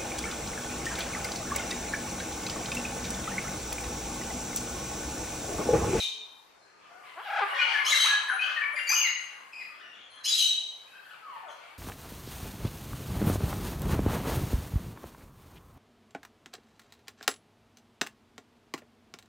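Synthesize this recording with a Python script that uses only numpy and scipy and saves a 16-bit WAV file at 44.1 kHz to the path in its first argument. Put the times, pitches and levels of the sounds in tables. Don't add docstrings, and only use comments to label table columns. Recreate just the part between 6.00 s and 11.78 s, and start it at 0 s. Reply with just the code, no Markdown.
import sys
import numpy as np
from scipy import signal
from scipy.fft import rfft, irfft
from scipy.io import wavfile
from scipy.ndimage import uniform_filter1d

SR = 44100
rng = np.random.default_rng(int(sys.argv[2]) if len(sys.argv) > 2 else 0)


def output_pcm(signal):
    pcm = np.clip(np.atleast_2d(signal).T, -1, 1) * 32767
    wavfile.write(sys.argv[1], SR, np.round(pcm).astype(np.int16))


N = 254898
LEAD_S = .3
SPAN = N + int(LEAD_S * SR)
TOP_HZ = 15600

# time_s, level_db
FLOCK_LOUDNESS = [(0.0, -43.5), (0.19, -78), (0.4, -66), (0.9, -51), (1.29, -40), (1.48, -31),
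                  (1.82, -31.5), (2.62, -38), (2.99, -40), (3.32, -52), (4.298, -50.5), (4.43, -54.5),
                  (4.72, -60.5), (5.34, -49), (5.78, -50.5)]


def undb(db):
    return 10 ** (np.asarray(db) / 20)


def on_log(hz, table):
    at, value = np.transpose(table)
    return np.interp(np.log(np.maximum(hz, 1)), np.log(at), value)


def unit(x):
    return x / np.sqrt(np.mean(x ** 2))


def coloured(size, spectrum):
    gain = undb(on_log(np.fft.rfftfreq(size, 1 / SR), spectrum))
    return unit(irfft(rfft(rng.standard_normal(size)) * gain, size))


def walk(size, rate):
    window = max(int(SR / rate), 1)
    smooth = uniform_filter1d(rng.standard_normal(size), window, mode="wrap")
    return unit(uniform_filter1d(smooth, window, mode="wrap"))


def place(out, sound, start_s, pan_db=2.5, rise_s=.0088):
    i, t = int((start_s + LEAD_S) * SR), np.arange(len(sound)) / SR
    ramp = np.clip(np.minimum(t / rise_s, (t[-1] - t) / .0042), 0, 1)
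    out[:, i:i + len(sound)] += sound * np.sin(np.pi / 2 * ramp) ** 2 * undb([[pan_db / 2], [-pan_db / 2]])


def bed(spectrum, swell_db, flicker_db, width):
    out, hz = 0, np.fft.rfftfreq(N, 1 / SR)
    mid, side = rfft(rng.standard_normal((2, N))) * undb(on_log(hz, spectrum))
    pair = mid + width * side * np.array([[1], [-1]])
    lowest_hz, step = spectrum[0][0], 16
    points = N // step + 1
    for centre in lowest_hz * 2 ** np.arange(0, np.log2(TOP_HZ / lowest_hz), 2 / 3):
        octaves = np.log2(np.maximum(hz, 1) / centre)
        band = np.cos(np.pi / 2 * np.clip(1.5 * octaves, -1, 1)) ** 2
        swell = undb(swell_db * walk(points, 2 * step) + flicker_db * walk(points, 11 * step))
        out = out + np.repeat(swell, step)[:N] * irfft(band * pair, N)
    return unit(out) * undb([[1.2], [-1.2]])


def still_air():
    # frequency_hz, level_db
    spectrum = [(15, -55), (25, -21.5), (140, -15.5), (433, -4.5), (567, -4.5), (919, -2), (3930, -18),
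                (4260, -11), (5280, -19), (9300, -28.5), (15500, -49.5)]
    return undb(-59) * bed(spectrum, swell_db=2, flicker_db=1.5, width=.9)


def treble_hiss():
    # frequency_hz, level_db
    spectrum = [(5000, -20), (7000, 0), (11000, 0), (14000, 0), (15500, -14)]
    # time_s, level_db
    loudness = [(0., -77), (.45, -71), (.7, -94), (1.15, -65.5), (2.5, -66.5), (3.6, -66), (4.1, -83),
                (5., -65.5), (5.78, -69)]
    level_db = np.interp(np.arange(N) / SR, *np.transpose(loudness))
    return undb(level_db) * bed(spectrum, swell_db=2, flicker_db=2.5, width=1.1)


def far_flock():
    # frequency_hz, level_db
    spectrum = [(240, -50), (400, -26), (738, -5), (874, -22), (1180, 7.5), (1610, 3), (3340, -4.5),
                (4450, -26), (9000, -25), (11700, -24.5), (19800, -120)]
    level_db = np.interp(np.arange(N) / SR, *np.transpose(FLOCK_LOUDNESS)) - 12
    return undb(level_db) * bed(spectrum, swell_db=1.5, flicker_db=5, width=.68)


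def hall(dry):
    # frequency_hz, decay_s
    decay = [(300, 0.45), (1000, 0.87), (3000, 0.73), (6000, 0.66), (13000, 0.38)]
    # frequency_hz, share
    likeness = [(400, 0.41), (1200, 0.11), (4000, 0.57), (12000, .05)]
    first_wall_s = .0039
    hz, t, cells = signal.stft(rng.standard_normal((3, int(1.2 * SR))), SR, nperseg=256)
    cells = cells * undb(-60 * t / on_log(hz, decay)[:, None])
    share = np.clip(on_log(hz, likeness), 0, 1)[:, None]
    tail = signal.istft(np.sqrt(share) * cells[0] + np.sqrt(1 - share) * cells[1:], SR, nperseg=256)[1]
    tail *= np.clip(np.arange(tail.shape[1]) / SR / first_wall_s - 1, 0, 1)
    tail /= np.sqrt(np.sum(tail ** 2, axis=1, keepdims=True))
    return undb(-1.5) * signal.fftconvolve(dry, tail, axes=1)[:, :dry.shape[1]]


def reed(hz, throat_hz, fall_db, far_db):
    k = np.arange(1, 13)[:, None]
    octaves = np.log2(k * hz / throat_hz)
    gain = undb(-fall_db * np.abs(octaves) - far_db * np.maximum(octaves, 0) ** 2) * (k * hz < TOP_HZ)
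    phase = 2 * np.pi * np.cumsum(hz) / SR
    return unit(np.sum(gain * np.sin(k * phase), axis=0))


def sing(notes):
    out = np.zeros((2, SPAN))
    drift, waver, flutter, grit = (walk(SPAN, rate) for rate in (60, 300, 110, 1100))
    for row, note in enumerate(notes):
        start, length, first_hz, last_hz, db, throat_hz, fall_db, wobble_pct, hoarse_db, pan_db = note
        n = int(length * SR)
        faint_db = max(-35 - db, 0)
        own = (np.arange(n) + row * 4000) % SPAN
        bend = 1 + .006 * drift[own] + (.003 + wobble_pct / 100) * waver[own]
        tone = reed(np.geomspace(first_hz, last_hz, n) * bend, throat_hz, fall_db, 3 + .4 * faint_db)
        hoarse = 1 + undb(hoarse_db) * grit[own]
        level = undb(db + 4.47 * np.tanh(flutter[own]))
        place(out, tone * hoarse * level, start, pan_db, rise_s=.0082 + .0008 * faint_db)
    return out


def chatter(count=150):
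    notes = []
    for when, pitch, distance, glide, throat, duration in rng.random((count, 6)):
        start, length = 5.6 * when, .02776 + .0623 * duration
        db = np.interp(start, *np.transpose(FLOCK_LOUDNESS)) - 3.5 - 8 * distance
        first_hz = 450 * 2 ** (2 * pitch)
        last_hz = first_hz * 2 ** (.5 * glide - .3)
        throat_hz = 1000 * 2 ** (1.574 * throat)
        notes.append((start, length, first_hz, last_hz, db, throat_hz, 12, 5, -8, 3))
    return sing(notes)


def peeps(pitch_hz=10500):
    # start_s, length_s, level_db
    times = [(2.28, 0.089, -50.5), (2.725, 0.098, -54.5), (3.31, 0.076, -72), (4.098, 0.067, -64.5)]
    out, waver = np.zeros((2, SPAN)), walk(SPAN, 69)
    for start, length, db in times:
        hz = pitch_hz * (1 + .0093 * waver[:int(length * SR)])
        place(out, undb(db) * reed(hz, pitch_hz, fall_db=18, far_db=0), start)
    return out


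def warble():
    # time_s, middle_pitch_hz, level_db
    course = [(1.155, 319.6, -56), (1.18, 344.7, -42), (1.215, 488.2, -46.5), (1.23, 639, -57.5),
              (1.262, 741.5, -41.5), (1.29, 733.3, -36), (1.339, 744.4, -32), (1.398, 749, -26),
              (1.402, 579.5, -35.5), (1.415, 428, -30), (1.438, 395.4, -25.5), (1.452, 383, -47),
              (1.486, 372, -61)]
    roll_from_s, roll_to_s, depth_hz, swell_db = 1.261, 1.399, 103.6, 4
    out, (times, hz, db) = np.zeros((2, SPAN)), np.transpose(course)
    t = np.arange(times[0], times[-1], 1 / SR)
    rate_hz = np.interp(t - roll_from_s, [0, .05], [8.3, 34]) * (t > roll_from_s)
    rolling = np.clip((t - roll_from_s) / .02 + 1, 0, 1) * (t < roll_to_s)
    swing = rolling * np.cos(2 * np.pi * np.cumsum(rate_hz) / SR)
    pitch = uniform_filter1d(np.interp(t, times, hz) + depth_hz * swing, size=200)
    pitch *= 1 + .02 * walk(len(t), 350)
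    hoarse = 1 + undb(-16) * walk(len(t), 500)
    level = undb(np.interp(t, times, db) + swell_db * swing)
    tone = reed(pitch, throat_hz=np.minimum(1100, 2.53 * pitch), fall_db=11, far_db=2)
    place(out, tone * hoarse * level, times[0])
    return out


def repeated(pattern, times):
    return [(start + stretch * at, stretch * length, pitch * first, pitch * last, db + note_db, *throat)
            for start, stretch, pitch, db in times for at, length, first, last, note_db, *throat in pattern]


def voiced(notes, wobble_pct, hoarse_db, pan_db):
    rows = []
    for start, length, first_hz, last_hz, db, throat_ratio, fall_db in notes:
        throat_hz = throat_ratio * np.sqrt(first_hz * last_hz)
        wobble = wobble_pct + 1.2 * abs(np.log2(last_hz / first_hz)) + .6 * max(9 - fall_db, 0)
        rows.append((start, length, first_hz, last_hz, db, throat_hz, fall_db, wobble, hoarse_db, pan_db))
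    return rows


def parrots():
    # start_s, length_s, first_hz, last_hz, level_db, throat_to_pitch_ratio, fall_db_per_octave
    singles = [ (-.16, 0.11, 3845, 3780, -25.5, 1.01, 14.5), (-.1, 0.036, 3380, 3260, -41, .96, -7.5),
               (-.06, .08, 2337, 2495, -43, 1.02, 10), (-.03, 0.029, 3140, 3144, -30.5, .98, 14),
               (-.03, 0.097, 3637, 3659, -34, 1.04, 24.5), (0., 0.24, 445, 433, -66, 1.02, 31.5),
               (.58, 0.11, 4210, 4230, -69, 1., 40), (.81, 0.07, 2990, 2970, -69.5, 1., 20),
               (.89, 0.1, 699, 736, -56, 1.5, 3), (1.02, 0.13, 1102, 987, -53.5, 1.5, 1.5),
               (1.503, 0.03, 2890, 2820, -38.5, 1., 28), (1.53, 0.057, 1924, 1810, -33, 1., 16.5),
               (1.61, .084, 2254, 2380, -35.5, 1., 43), (2., 0.048, 4400, 4480, -32, 1.03, 8.5),
               (2.08, 0.078, 828, 838, -29.5, 2.01, 25), (2.28, 0.064, 1760, 1259, -31.5, 1.09, 25),
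               (2.55, 0.019, 1290, 507, -47, 1.25, 9), (2.755, 0.037, 2470, 2417, -36, 1., 8.5),
               (2.61, 0.036, 1163, 1140, -40.5, 1.3, 24), (2.865, 0.076, 2271, 2536, -29.5, 1.35, 12),
               (2.885, 0.12, 6136, 6534, -28, 1.04, 12), (2.925, 0.024, 1302, 854, -40.5, .93, -4),
               (2.95, 0.072, 2911, 2858, -27, .97, 60), (3.035, 0.049, 2330, 1884, -29, 1.1, 16),
               (3.52, 0.12, 2504, 2442, -44.5, 1., 4.5), (3.595, 0.037, 2090, 2017, -45.5, .94, 7.5),
               (3.79, 0.035, 1803, 1736, -50, 1., -2), (3.8, 0.17, 2890, 2786, -56, 1.02, 6),
               (3.87, 0.043, 1460, 1375, -63.5, 1.03, 21.5), (3.92, .3, 3433, 3216, -58.5, 1., 5),
               (4.08, 0.14, 4240, 4100, -62.5, 1., 14), (4.25, 0.079, 5280, 4770, -34.5, 1., 15),
               (4.555, 0.033, 3890, 3815, -33, 1., 33), (4.85, 0.14, 2480, 2630, -60, 1., 4),
               (4.915, 0.091, 1578, 1575, -53.5, 1.03, 4.5), (5.02, 0.13, 1725, 1348, -50.5, 1.1, 0.5),
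               (5.215, 0.088, 1322, 1210, -49, 1., 30), (5.26, .12, 1185, 882.5, -44, .95, 8),
               (5.42, 0.096, 849, 516, -49.5, 1.3, 6), (5.472, 0.045, 3270, 3230, -55.5, 1., 2),
               (5.632, 0.011, 2310, 2250, -43, 1., 10), (5.685, 0.04, 2193, 2220, -55.5, 1.03, 18)]
    screech = [(0, 0.0362, 2500, 2762, -8.5, 1.95, 49), (.013, 0.0238, 2890, 3244, -1, 1.05, 10),
               (.032, 0.0346, 3290, 3462, 1.5, 1.42, 27), (.06, .23, 3900, 3870, -1.5, 1.02, 16),
               (.14, 0.099, 3090, 3090, -2, 1.08, 6)]
    piping = [(0, 0.044, 2387, 2459, -0.19, 0.9, 43), (.018, 0.038, 1467, 1475, -0.6, 1.493, 23),
              (.155, .06, 1810, 1660, 0, 1.04, 40), (.205, 0.031, 2250, 2100, -1.2, 1.04, 47)]
    tumble = [(0, 0.026, 604, 576, -16.5, 1.4, 4.6), (.028, 0.045, 2510, 1350, -1.5, 1.177, 30),
              (.048, 0.02, 2840, 2810, -3, 1., 26), (.148, .042, 759.6, 1726, -2.5, 1.41, 10)]
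    # start_s, time_stretch, pitch_ratio, level_db
    screech_times = [(1.845, 0.99, 1.005, -28), (4.24, 0.96, .995, -26.5)]
    piping_times = [(1.583, .97, 1., -27.5), (2.389, 1.1, 1.04, -30)]
    tumble_times = [(1.89, 1., 0.99, -27.5), (2.73, 1.13, 0.97, -31.5)]
    return sing(voiced(singles, wobble_pct=.6, hoarse_db=-12, pan_db=4)
                + voiced(repeated(screech, screech_times), wobble_pct=.5, hoarse_db=-11, pan_db=2.5)
                + voiced(repeated(piping, piping_times), wobble_pct=1.1, hoarse_db=-13, pan_db=6)
                + voiced(repeated(tumble, tumble_times), wobble_pct=1, hoarse_db=-12, pan_db=7))


def beak_rasp():
    # frequency_hz, level_db
    spectrum = [(880, -86), (1500, -34), (3090, -4.5), (3650, -46), (3990, 6), (4710, -11), (6690, -3),
                (7380, -45), (8050, -13.5), (13200, -18.5), (14200, -38.5), (15500, -42)]
    # start_s, length_s, level_db
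    blasts = [(-.2, 0.25, -38), (1.837, 0.23, -35), (2.388, 0.091, -49.5), (4.232, 0.2, -33.5),
              (5.469, 0.11, -63.5)]
    out, air, flutter = np.zeros((2, SPAN)), coloured(SPAN, spectrum), walk(SPAN, 69)
    for start, length, db in blasts:
        own = np.arange(int(length * SR)) + int((start + LEAD_S) * SR)
        place(out, air[own] * undb(db + 5.7 * np.tanh(flutter[own])), start, rise_s=.032)
    return out


def scene():
    calls, near, far = parrots() + beak_rasp() + peeps(), warble(), chatter()
    direct = undb(-2.5) * calls + near + undb(-15.5) * far
    echoes = hall(calls + far + undb(-5) * near)
    low_cut = signal.butter(4, 330, "high", fs=SR, output="sos")
    birds = signal.sosfilt(low_cut, direct + echoes)
    return birds[:, -N:] + far_flock() + treble_hiss() + still_air()


def record(dry):
    return signal.sosfilt(signal.ellip(14, .2, 70, TOP_HZ, fs=SR, output="sos"), dry)


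dry = scene()
out = record(dry)
output_pcm(out)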